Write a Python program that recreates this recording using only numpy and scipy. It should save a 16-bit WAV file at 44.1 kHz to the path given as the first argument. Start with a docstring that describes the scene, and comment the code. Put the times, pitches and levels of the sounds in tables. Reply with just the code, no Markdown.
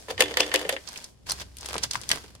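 """Hollow plastic clacks, close by in a small room: a finger works an old telephone's cradle switch.
The plunger slides and clacks, the lever snaps against its stop, and the shell, its cavity and the
return spring ring in their damped modes. Then the hands shift their grip: skin rubs over the case
in tiny slips, and the case ticks, creaks, bumps and clacks on its base. A low hum lies underneath."""
import sys
import numpy as np
from scipy import signal
from scipy.fft import rfft, irfft
from scipy.io import wavfile
from scipy.ndimage import uniform_filter1d

SR = 44100
rng = np.random.default_rng(int(sys.argv[2]) if len(sys.argv) > 2 else 0)


def unload_wav(signal):
    """Save mono or channel-first audio to the path in sys.argv[1] as 16-bit WAV at rate SR, clipped to [-1, 1]."""
    wavfile.write(
        sys.argv[1],
        SR,
        np.round(np.clip(np.atleast_2d(signal).T, -1, 1) * 32767).astype(np.int16),
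    )


N = 105840

# Sharp resonances of the plunger and of the case. Each row: centre in Hz, width in Hz, lift in dB.
PLUNGER_RESONANCES = [(1802, 75, 6), (2060, 26, 5.5), (3016, 190, 5.5), (3510, 190, 4.5), (4724, 130, 8),
                      (6500, 310, 4), (9520, 450, 4)]
CASE_RESONANCES = [(1000, 120, 3), (1573, 90, 5.5), (1970, 84, 1.5), (3305, 230, 2), (4380, 150, 5),
                   (5000, 300, 5.5), (5920, 140, 2)]


def undb(db):
    """Amplitude grows tenfold for every 20 dB."""
    return 10 ** (np.asarray(db) / 20)


def unit(x):
    """Normalisation to an rms of 1."""
    return x / np.sqrt(np.mean(x ** 2))


def envelope(points):
    """Gain over time, interpolated in decibels. Each row: time in seconds, level in dB."""
    return undb(np.interp(np.arange(N) / SR, *np.array(points).T))


def spectrum_db(points, size):
    """Spectral envelope, interpolated in log frequency. 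Each row: frequency in Hz, level in dB."""
    hz, db = np.array(points).T
    return np.interp(np.log(np.fft.rfftfreq(size, 1 / SR) + 1), np.log(hz), db)


def resonance_db(peaks, size):
    """Each resonance lifts the spectrum in a bell around its centre."""
    hz = np.fft.rfftfreq(size, 1 / SR)
    return sum(lift / (1 + (2 * (hz - centre) / width) ** 2) for centre, width, lift in peaks)


def colour(x, db):
    """Minimum-phase filtering: folding the cepstrum makes the given dB per bin a causal response."""
    size = x.shape[-1]
    cepstrum = irfft(np.log(undb(db)), size)
    cepstrum[..., 1:size // 2] *= 2
    cepstrum[..., size // 2 + 1:] = 0
    return irfft(rfft(x) * np.exp(rfft(cepstrum)), size)


def spread(x, wide_hz):
    """Coherence falls with frequency: two noises become alike in the bass, unrelated above wide_hz."""
    mid, side = rfft(x)
    width = np.clip((np.fft.rfftfreq(x.shape[-1], 1 / SR) / wide_hz) ** 2, .22, 1)
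    left_right = np.array([mid + width * side, mid - width * side])
    return irfft(left_right / np.sqrt(1 + width ** 2), x.shape[-1])


def strikes(rows, spectrum, peaks, rise_ms, tail_db, tail_ms, wide_hz, treble_left_db):
    """An impact excites dense, quickly damped modes: a noise burst with a weaker, longer tail.
    Each row: start in seconds, level in dB, bass, low mid, presence and treble in dB,
    left over right in dB, decay time in ms."""
    size, level_window_s, treble_decay_ms = 4096, .01, 7
    band_hz = [450, 1050, 2500, 5600, 11000]  # bass, low mid, unaltered middle, presence and treble, in Hz
    out = np.zeros((2, N + size))
    ms, hz = np.arange(size) / SR * 1000, np.fft.rfftfreq(size, 1 / SR)
    sides = np.array([[.5], [-.5]])
    treble_share = np.minimum(hz / band_hz[-1], 1)
    body_db = spectrum_db(spectrum, size) + resonance_db(peaks, size)
    body_db = body_db + sides * treble_left_db * treble_share ** 2
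    for start_s, db, bass, low_mid, presence, treble, pan_db, decay_ms in rows:
        decay = np.exp(-np.maximum(ms - rise_ms, 0) / max(decay_ms, .3))
        tail = undb(tail_db) * np.exp(-ms / tail_ms)
        contour = np.minimum(ms / rise_ms, 1) * (decay + tail)
        burst = rfft(spread(rng.standard_normal((2, size)), wide_hz) * contour)
        power = uniform_filter1d(abs(burst) ** 2, size=36, axis=-1)
        white = irfft(burst / np.sqrt(power)) * (ms < ms[-1] / 2)
        brief = unit(white * np.exp(-ms / treble_decay_ms)) * np.std(white)  # high modes die first
        excitation = irfft(rfft(white) * (1 - treble_share) + rfft(brief) * treble_share)
        tone_db = spectrum_db(list(zip(band_hz, (bass, low_mid, 0, presence, treble))), size)
        hit = colour(excitation, body_db + tone_db + sides * pan_db * np.minimum(hz / wide_hz, 1))
        start = int(start_s * SR)
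        out[:, start:start + size] += unit(hit) * undb(db) * np.sqrt(level_window_s * SR / size)
    return out[:, :N]


def friction(levels, spectrum, peaks, grain_db, grains_per_s, wide_hz):
    """Stick-slip friction: tiny slips of uneven strength, filtered by the plastic's resonances."""
    step = max(int(SR / grains_per_s), 1)
    slips = undb(grain_db * np.minimum(rng.exponential(size=N), 4))[np.arange(N) // step]
    grains = spread(rng.standard_normal((2, N)), wide_hz) * slips
    return unit(colour(grains, spectrum_db(spectrum, N) + resonance_db(peaks, N))) * envelope(levels)


def ring(modes, start_s, gains, skew_rad, rise_s):
    """Free vibration: each mode is a decaying sine with a random phase between left and right.
    Each row: frequency in Hz, level in dB, time to fall 60 dB in seconds."""
    t = np.arange(12000) / SR
    sound = np.zeros((2, len(t)))
    gains = np.broadcast_to(gains, len(modes))
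    for (hz, db, t60), gain, lag in zip(modes, gains, rng.standard_normal(len(modes))):
        phase = np.array([[1], [-1]]) * lag * skew_rad
        sound += gain * undb(db - 60 * t / t60) * np.sin(2 * np.pi * hz * t + phase)
    attack = 1 - np.exp(-t / rise_s)
    return np.pad(sound * attack, ((0, 0), (int(start_s * SR), N)))[:, :N]


def coupling(modes, favoured_hz, width_oct):
    """Selective excitation: a contact drives most strongly the modes near its favoured pitch."""
    return 1 / (1 + (np.log2(modes[:, 0] / favoured_hz) / width_oct) ** 2)


def background():
    """Superposition of a pure low hum, a rumble and a faint hiss, each swelling and sinking."""
    # Each row: time in seconds, level in dB.
    hum_levels = [(0, -59), (.4, -53), (1.05, -63), (1.21, -61.5), (1.32, -51.5), (1.62, -52),
                  (1.77, -46.5), (1.95, -57), (2.4, -58)]
    rumble_levels = [(0, -64), (.15, -50), (.96, -63), (1.2, -56.5), (1.32, -52.5), (1.55, -54.5),
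                     (1.78, -50.5), (2.4, -56)]
    hiss_levels = [(0, -49), (.08, -58), (.16, -75), (.8, -56), (1.1, -56), (1.16, -70), (1.25, -68),
                   (1.4, -56), (1.52, -64), (2.2, -53), (2.4, -87)]
    # Each row: frequency in Hz, level in dB.
    rumble_spectrum = [(20, -38), (33, -28), (46, 5), (56, -8), (88, 1.5), (110, 3), (135, -0.5), (180, -2),
                       (300, -8.5), (1000, -28), (16000, -91.5)]
    hiss_spectrum = [(30, -2), (200, -0.5), (600, -0.5), (2000, -31.5), (5000, -9), (10000, -12.5),
                     (16000, -29)]
    hum_hz = 64.4
    out = envelope(hum_levels) * unit(np.sin(2 * np.pi * hum_hz * np.arange(N) / SR))
    for levels, spectrum in (rumble_levels, rumble_spectrum), (hiss_levels, hiss_spectrum):
        noise = spread(rng.standard_normal((2, N)), wide_hz=167)
        out = out + envelope(levels) * unit(colour(noise, spectrum_db(spectrum, N)))
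    return out


def room(direct):
    """Reverberation: a small room's reflections build into a diffuse tail that decays exponentially."""
    spectrum = [(100, 9.5), (500, 2.5), (1200, -4), (3200, -4.5), (7000, -5.5), (16000, -11)]  # Each row: frequency in Hz, level in dB.
    t60_s, build_s, send_db = 0.2, 0.015, -13.5
    t = np.arange(2 ** 14) / SR
    tail = rng.standard_normal((2, len(t))) * undb(-60 * t / t60_s) * np.minimum(t / build_s, 1) ** 2
    tail = spread(unit(tail), wide_hz=1002) / np.sqrt(len(t))
    response = colour(tail, spectrum_db(spectrum, len(t)))
    return direct + undb(send_db) * signal.fftconvolve(direct, response, axes=-1)[:, :N]


def skin_rub():
    """Sliding friction of skin over the case."""
    levels = [(.84, -53), (.88, -47.5), (.97, -44.5), (1.06, -52), (1.13, -68), (1.252, -72.5),
              (1.268, -43), (1.305, -34), (1.34, -44.5), (1.385, -46), (1.415, -36.5), (1.45, -58),
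              (1.54, -62), (1.63, -47), (1.75, -42), (1.805, -56), (1.843, -28), (1.88, -59), (1.92, -43),
              (1.95, -34.5), (1.99, -49), (2.08, -48), (2.12, -29.5), (2.17, -43), (2.22, -49),
              (2.4, -62.5)]  # Each row: time in seconds, level in dB.
    spectrum = [(100, -3.5), (400, -5), (1000, -3.5), (2300, -3), (4800, -4), (7000, -6.5), (10000, -10.5),
                (16000, -22)]  # Each row: frequency in Hz, level in dB.
    return friction(levels, spectrum, CASE_RESONANCES, grain_db=3, grains_per_s=820, wide_hz=1310)


def bumps():
    """As its weight shifts, the whole telephone thuds like a single damped oscillator."""
    thuds = [(.112, -44, 149.3), (.155, -38, 100), (0.659, -44.5, 174), (1.37, -39.5, 84),
             (1.419, -54, 131), (1.745, -39, 140), (1.86, -45, 133), (1.962, -38.5, 127.4),
             (2.108, -39, 147)]  # Each row: start in seconds, level in dB, pitch in Hz.
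    t60_s = 0.16
    return sum(ring([(hz, db, t60_s)], s, 1, skew_rad=0.23, rise_s=0.0045) for s, db, hz in thuds)


def rim_creaks():
    """Stick-slip under the grip: each slip rings the stiff rim, slightly detuned by the pressure."""
    rim_modes = [(3800, -8, .03), (4220, 1, 0.029), (4330, -3, 0.025), (4964, 0.5, 0.027),
                 (4950, -3.5, .024), (5820, 0, 0.022)]  # Each row: frequency in Hz, level in dB, T60 in seconds.
    slips = [(1.297, -23.5, 4900), (1.3075, -21, 4800), (1.319, -24, 4230), (1.8345, -18.5, 5230),
             (1.911, -31, 5560)]  # Each row: start in seconds, level in dB, favoured pitch in Hz.
    detune = .012
    out = np.zeros((2, N))
    for start_s, db, favoured_hz in slips:
        modes = np.array(rim_modes)
        modes[:, 0] *= 1 + detune * rng.standard_normal(len(modes))
        gains = undb(db) * coupling(modes, favoured_hz, width_oct=0.17)
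        out += ring(modes, start_s, gains, skew_rad=0.72, rise_s=0.00047)
    return out


def case_impacts():
    """Impact excitation under the hands: loose parts tick, the case knocks, the cover hits its base."""
    # Each row: start in seconds, level, four tone bands and balance in dB, decay in ms.
    tick_hits = [(.8745,-35.5,-8,6,6.5,-12,-16,14), (.887,-37.5,10,8.5,7,8.5,-4,4.6),
                 (.9298,-46.5,-8,13,2,11,1,1.3), (.9591,-39,-18,-25,-29,-16,-5,3.7),
                 (.9751,-38,-11,5,19,13,-4,1), (1.042,-37.5,-15.5,-9,9.5,9,-3,3.7),
                 (1.2965,-30,10,13,9,11,0.5,1.8), (1.3069,-27.5,8,9,13,3,-12,2.2),
                 (1.3185,-25.5,5,9.5,5,15.5,-1,2.2), (1.3984,-39,-8,-8,5,-23,-6,3.3),
                 (1.4167,-37.5,5,0,-4,-5,-1,2.3), (1.569,-43,3,-31,-9,6.5,2,0.46),
                 (1.5849,-42.5,0,-9,2,9,-1,1.5), (1.6094,-41,1,-1,13,12,1.5,1.4),
                 (1.6302,-41,13,0,-8,-11,-3,0.92), (1.6455,-43.5,10,0,-11,-10,0,2),
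                 (1.6591,-33.5,6,-2,-3,5.5,-0.5,2.3), (1.6635,-49,2,-1,0,7,0,1.2),
                 (1.6873,-34.5,11.5,1,-7,1,-1,1.6), (1.6975,-39.5,-1,8,-1,-3,-6,1.3),
                 (1.7078,-37.5,12,2,-22,-15,7,2.7), (1.715,-47,16,10,-16,-9,0,1.5),
                 (1.7305,-33.5,12,3,-10,-0.5,-4,1.8), (1.7462,-36,-1,7,-11.5,-9,6,1.2),
                 (1.7806,-29.5,-2,-5,-6,-3,-4,1.2), (1.8308,-36,-14,-10,1,3,-7,1.5),
                 (1.8348,-24,-8,-12,6.5,5,-8,2.1), (1.838,-30,-8,2,4,4,-2,3.6),
                 (1.9107,-26.5,-27,-3,8.5,5,-5.5,2.3), (1.9332,-32.5,-18,-11,-3,-1,-4,3.1),
                 (1.9582,-34.5,3,-3,1,-2,-1,1.3), (2.0143,-38.5,18,-10,7,7,10,1.3),
                 (2.0347,-41.5,-8,-6,-9,-8,-7,1.1), (2.0908,-25.5,3,-13,7,11.5,1,2.2),
                 (2.1338,-34,9.5,-2,-26,-5,-5,1.1), (2.1583,-37,17.5,6,-4,5,-8,2.6),
                 (2.3508,-48,16,7,-1,4.5,-1,3.1)]
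    knock_hits = [(1.7418,-31.5,-7,-2,5,2,-0.5,1.6), (1.7547,-29,14,12.5,-7,13,5,3.4),
                  (1.7644,-32,5.5,-16,-1,0,-8,4.4), (1.9543,-25.5,-31,4.5,-6,-12,2,1.6),
                  (2.1731,-39.5,3,2,0,-2,-14,1.4), (2.2405,-45.5,3,-13,-2,1,-2,9.8)]
    cover_hits = [(2.1022, -30, -2, 6, -11, -2, -1, 1.3), (2.1145, -16.5, -4.5, 1.5, 0, 0.5, -2, 1.8)]
    # Each row: frequency in Hz, level in dB.
    tick_spectrum = [(120, -26), (450, -11.5), (1000, -6), (1400, -6.5), (1950, -7.5), (2600, -5.5),
                     (3400, -1.5), (4700, -1.5), (6000, -1), (7300, -4), (10000, -6.5), (13000, -21.5),
                     (16000, -31)]
    knock_spectrum = [(100, -23), (300, 0.5), (700, -0.5), (1050, 1.5), (1600, 0), (2500, -6), (5000, -11),
                      (9000, -17.5), (16000, -44)]
    cover_spectrum = [(120, -19), (450, -14.5), (1100, -10.5), (2500, -6), (4000, -3.5), (7000, -11.5),
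                      (10000, -14), (13000, -22), (16000, -30)]
    cover_resonances = [(1680, 120, 9.5), (2010, 200, 12.5), (3010, 140, 3), (3340, 310, 8), (4650, 300, 9),
                        (5770, 210, 9.5), (8450, 790, 7.5)]  # Each row: centre in Hz, width in Hz, lift in dB.
    ticks = strikes(tick_hits, tick_spectrum, CASE_RESONANCES,
                    rise_ms=0.35, tail_db=-9, tail_ms=13, wide_hz=1390, treble_left_db=7.5)
    knocks = strikes(knock_hits, knock_spectrum, CASE_RESONANCES[:1],
                     rise_ms=0.18, tail_db=-20, tail_ms=7.8, wide_hz=1610, treble_left_db=9)
    cover = strikes(cover_hits, cover_spectrum, cover_resonances,
                    rise_ms=0.34, tail_db=-8.5, tail_ms=6.5, wide_hz=1370, treble_left_db=4.5)
    return ticks + knocks + cover


def plunger_slide():
    """Sliding friction of the plunger and of the finger on it."""
    levels = [(.07, -67), (.087, -39.5), (.11, -29.5), (.128, -42.5), (.17, -64), (.197, -24), (.24, -38),
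              (.27, -44.5), (.31, -37), (.36, -44), (.395, -26.5), (.44, -33.5), (.505, -42), (.56, -33.5),
              (.63, -39), (.68, -41), (.74, -35.5), (.8, -69.5)]  # Each row: time in seconds, level in dB.
    spectrum = [(100, -23), (240, -13.5), (480, 1.5), (800, -5), (1500, -9.5), (3100, -9.5), (4200, -14),
                (9000, -21), (16000, -34)]  # Each row: frequency in Hz, level in dB.
    return friction(levels, spectrum, PLUNGER_RESONANCES, grain_db=2.5, grains_per_s=470, wide_hz=1400)


def spring():
    """The return spring vibrates freely after each jolt."""
    modes = [(1798, -11, .11), (2080, -9.5, .12), (2774, -11, .13), (3050, -4, 0.085), (3450, 4, 0.095),
             (3740, -8.5, .1)]  # Each row: frequency in Hz, level in dB, T60 in seconds.
    jolts = [(.207, -30), (0.236, -33.5), (.372, -37), (0.416, -29), (0.542, -44), (0.573, -46.5),
             (0.695, -50), (.727, -44)]  # Each row: start in seconds, level in dB.
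    return sum(ring(modes, s, undb(db), skew_rad=0.72, rise_s=.001) for s, db in jolts)


def cavity():
    """Cavity resonance: the hollow booms at a steady pitch when the plunger bottoms out."""
    modes = [(299.5, -3.5, .3), (387.7, 2, 0.2)]  # Each row: frequency in Hz, level in dB, T60 in seconds.
    booms = [(.214, -30), (.32, -42.5), (.398, -32), (.549, -31), (.727, -43)]  # Each row: start in seconds, level in dB.
    return sum(ring(modes, s, undb(db), skew_rad=0.31, rise_s=0.0037) for s, db in booms)


def shell():
    """Each push excites the modes of the walls, which the grip bends towards that push's pitch."""
    wall_modes = [(439, -9.5, 0.14), (491, -11, 0.14), (512.6, 9.5, 0.089), (550, -14, 0.096),
                  (626, -4, 0.079), (673, -7.5, 0.12), (780, -7.5, 0.098), (1180, -13.5, .11)]  # Each row: unbent frequency in Hz, level in dB, T60 in seconds.
    pushes = [(.085, -43.5, 428), (.11, -44, 560), (.2075, -26.5, 527.7), (.239, -38, 480),
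              (.311, -36, 472), (.372, -33.5, 517), (.403, -31, 509.6), (.466, -42, 476), (.475, -50, 630),
              (.544, -28.5, 533), (.615, -40, 508), (0.653, -40, 588), (0.662, -42.5, 426),
              (.693, -37.5, 492), (.727, -34, 556), (.764, -53, 537)]  # Each row: start in seconds, level in dB, favoured pitch in Hz.
    unbent_hz, grip_bend = 520, .7
    out = np.zeros((2, N))
    for start_s, db, favoured_hz in pushes:
        modes = np.array(wall_modes)
        modes[:, 0] *= (favoured_hz / unbent_hz) ** grip_bend
        gains = undb(db) * coupling(modes, favoured_hz, width_oct=0.41)
        out += ring(modes, start_s, gains, skew_rad=.15, rise_s=0.0016)
    return out


def cradle_switch():
    """Impact and free decay: the plunger clacks, the lever hits its stop, the resonators ring on."""
    # Each row: start in seconds, level, four tone bands and balance in dB, decay in ms.
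    plunger_hits = [(.0835,-40.5,14,20,-8,0,-1,1.6), (.1065,-38.5,16,0,-9,3,-2,3),
                    (.1782,-31,-7,-1,-2,-23,-2,1.8), (.2057,-12,3,2.5,3.5,0.5,0,4),
                    (.2365,-33,-11,-6,3,1,-8,3), (.2572,-33,4,2,-4,-10,-15,1.9),
                    (.2811,-36,9,-13,2,-15,-4,3.3), (.3095,-35.5,6,8,0,-17,0,2),
                    (.3397,-33,-3,8,9,-12,-0.5,1.8), (.3705,-18,-13,7.5,3,-4,-3,1.5),
                    (.3976,-26.5,-2,6,3,-8,5,2.2), (.416,-30.5,12.5,-4,3,-15,-9,1.9),
                    (.4296,-30,-21,-5,0,-20,-8,3.7), (.4634,-36,-4,13,11,3,-5,3.3),
                    (.5153,-28,-21,5,-5,-22,-1,7.6), (.5398,-18.5,-4.5,10,5.5,2,-2.5,5.4),
                    (.5492,-20.5,7,-5,-5,-15,7,2.5), (.592,-33.5,-15.5,13,11,3.5,-1,3),
                    (.6131,-34.5,3,0.5,1,-1,-3,3), (.6497,-31,11.5,-1,-17,-23,1,7.4),
                    (.6914,-20.5,2.5,4,-2.5,0.5,-2.5,6.5), (.7251,-31.5,9,-6,8,-4.5,0.5,2),
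                    (.764,-30.5,-3.5,-2,-13,-24,1.5,3.6)]
    lever_hits = [(0.2217, -18, 1.5, 6, -10, 4.5, 2.9, 1.2), (0.4026, -21, 4, 3, 2.5, -21, 1.2, 0.75),
                  (0.4054, -17.5, -11, 5.5, -1, 3.5, 3, 1.3), (0.5589, -20.5, -4, -11, -4.5, 4, 2.2, 1.1)]
    # Each row: frequency in Hz, level in dB.
    plunger_spectrum = [(120, -47.5), (280, -14.5), (500, -1), (900, -8.5), (1300, -12.5), (1850, 1.5),
                        (2450, -3), (3100, -2), (4000, -6.5), (5500, -12), (10000, -12), (12500, -15),
                        (16000, -28)]
    lever_spectrum = [(120, -47), (350, -6.5), (550, -11.5), (1000, -14.5), (1400, -17.5), (2000, -20),
                      (2700, 1.5), (3700, -8.5), (5000, -4), (7000, -13), (10000, -21.5), (16000, -38.5)]
    # The ringing is damped as the finger lets go. Each row: time in seconds, gain in dB.
    damping = [(.775, 2), (.8, -10), (.86, -16)]
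    clacks = strikes(plunger_hits, plunger_spectrum, PLUNGER_RESONANCES,
                     rise_ms=0.94, tail_db=-4, tail_ms=9.3, wide_hz=1510, treble_left_db=9.5)
    snaps = strikes(lever_hits, lever_spectrum, PLUNGER_RESONANCES[:2],
                    rise_ms=0.7, tail_db=-11, tail_ms=5.6, wide_hz=3000, treble_left_db=2.5)
    ringing = (cavity() + shell() + spring()) * envelope(damping)
    return clacks + snaps + ringing + plunger_slide()


def scene():
    """Superposition: the telephone's sounds add and reverberate over the background."""
    telephone = cradle_switch() + case_impacts() + rim_creaks() + bumps() + skin_rub()
    return room(telephone) + background()


def record(dry):
    """Clipping and band limiting: peaks stop at full scale, then a steep low-pass cuts the top."""
    top_hz = 16100
    low_pass = signal.ellip(8, .2, 70, top_hz, fs=SR, output="sos")
    return signal.sosfilt(low_pass, np.clip(dry, -1, 1))


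dry = scene()
out = record(dry)
unload_wav(out)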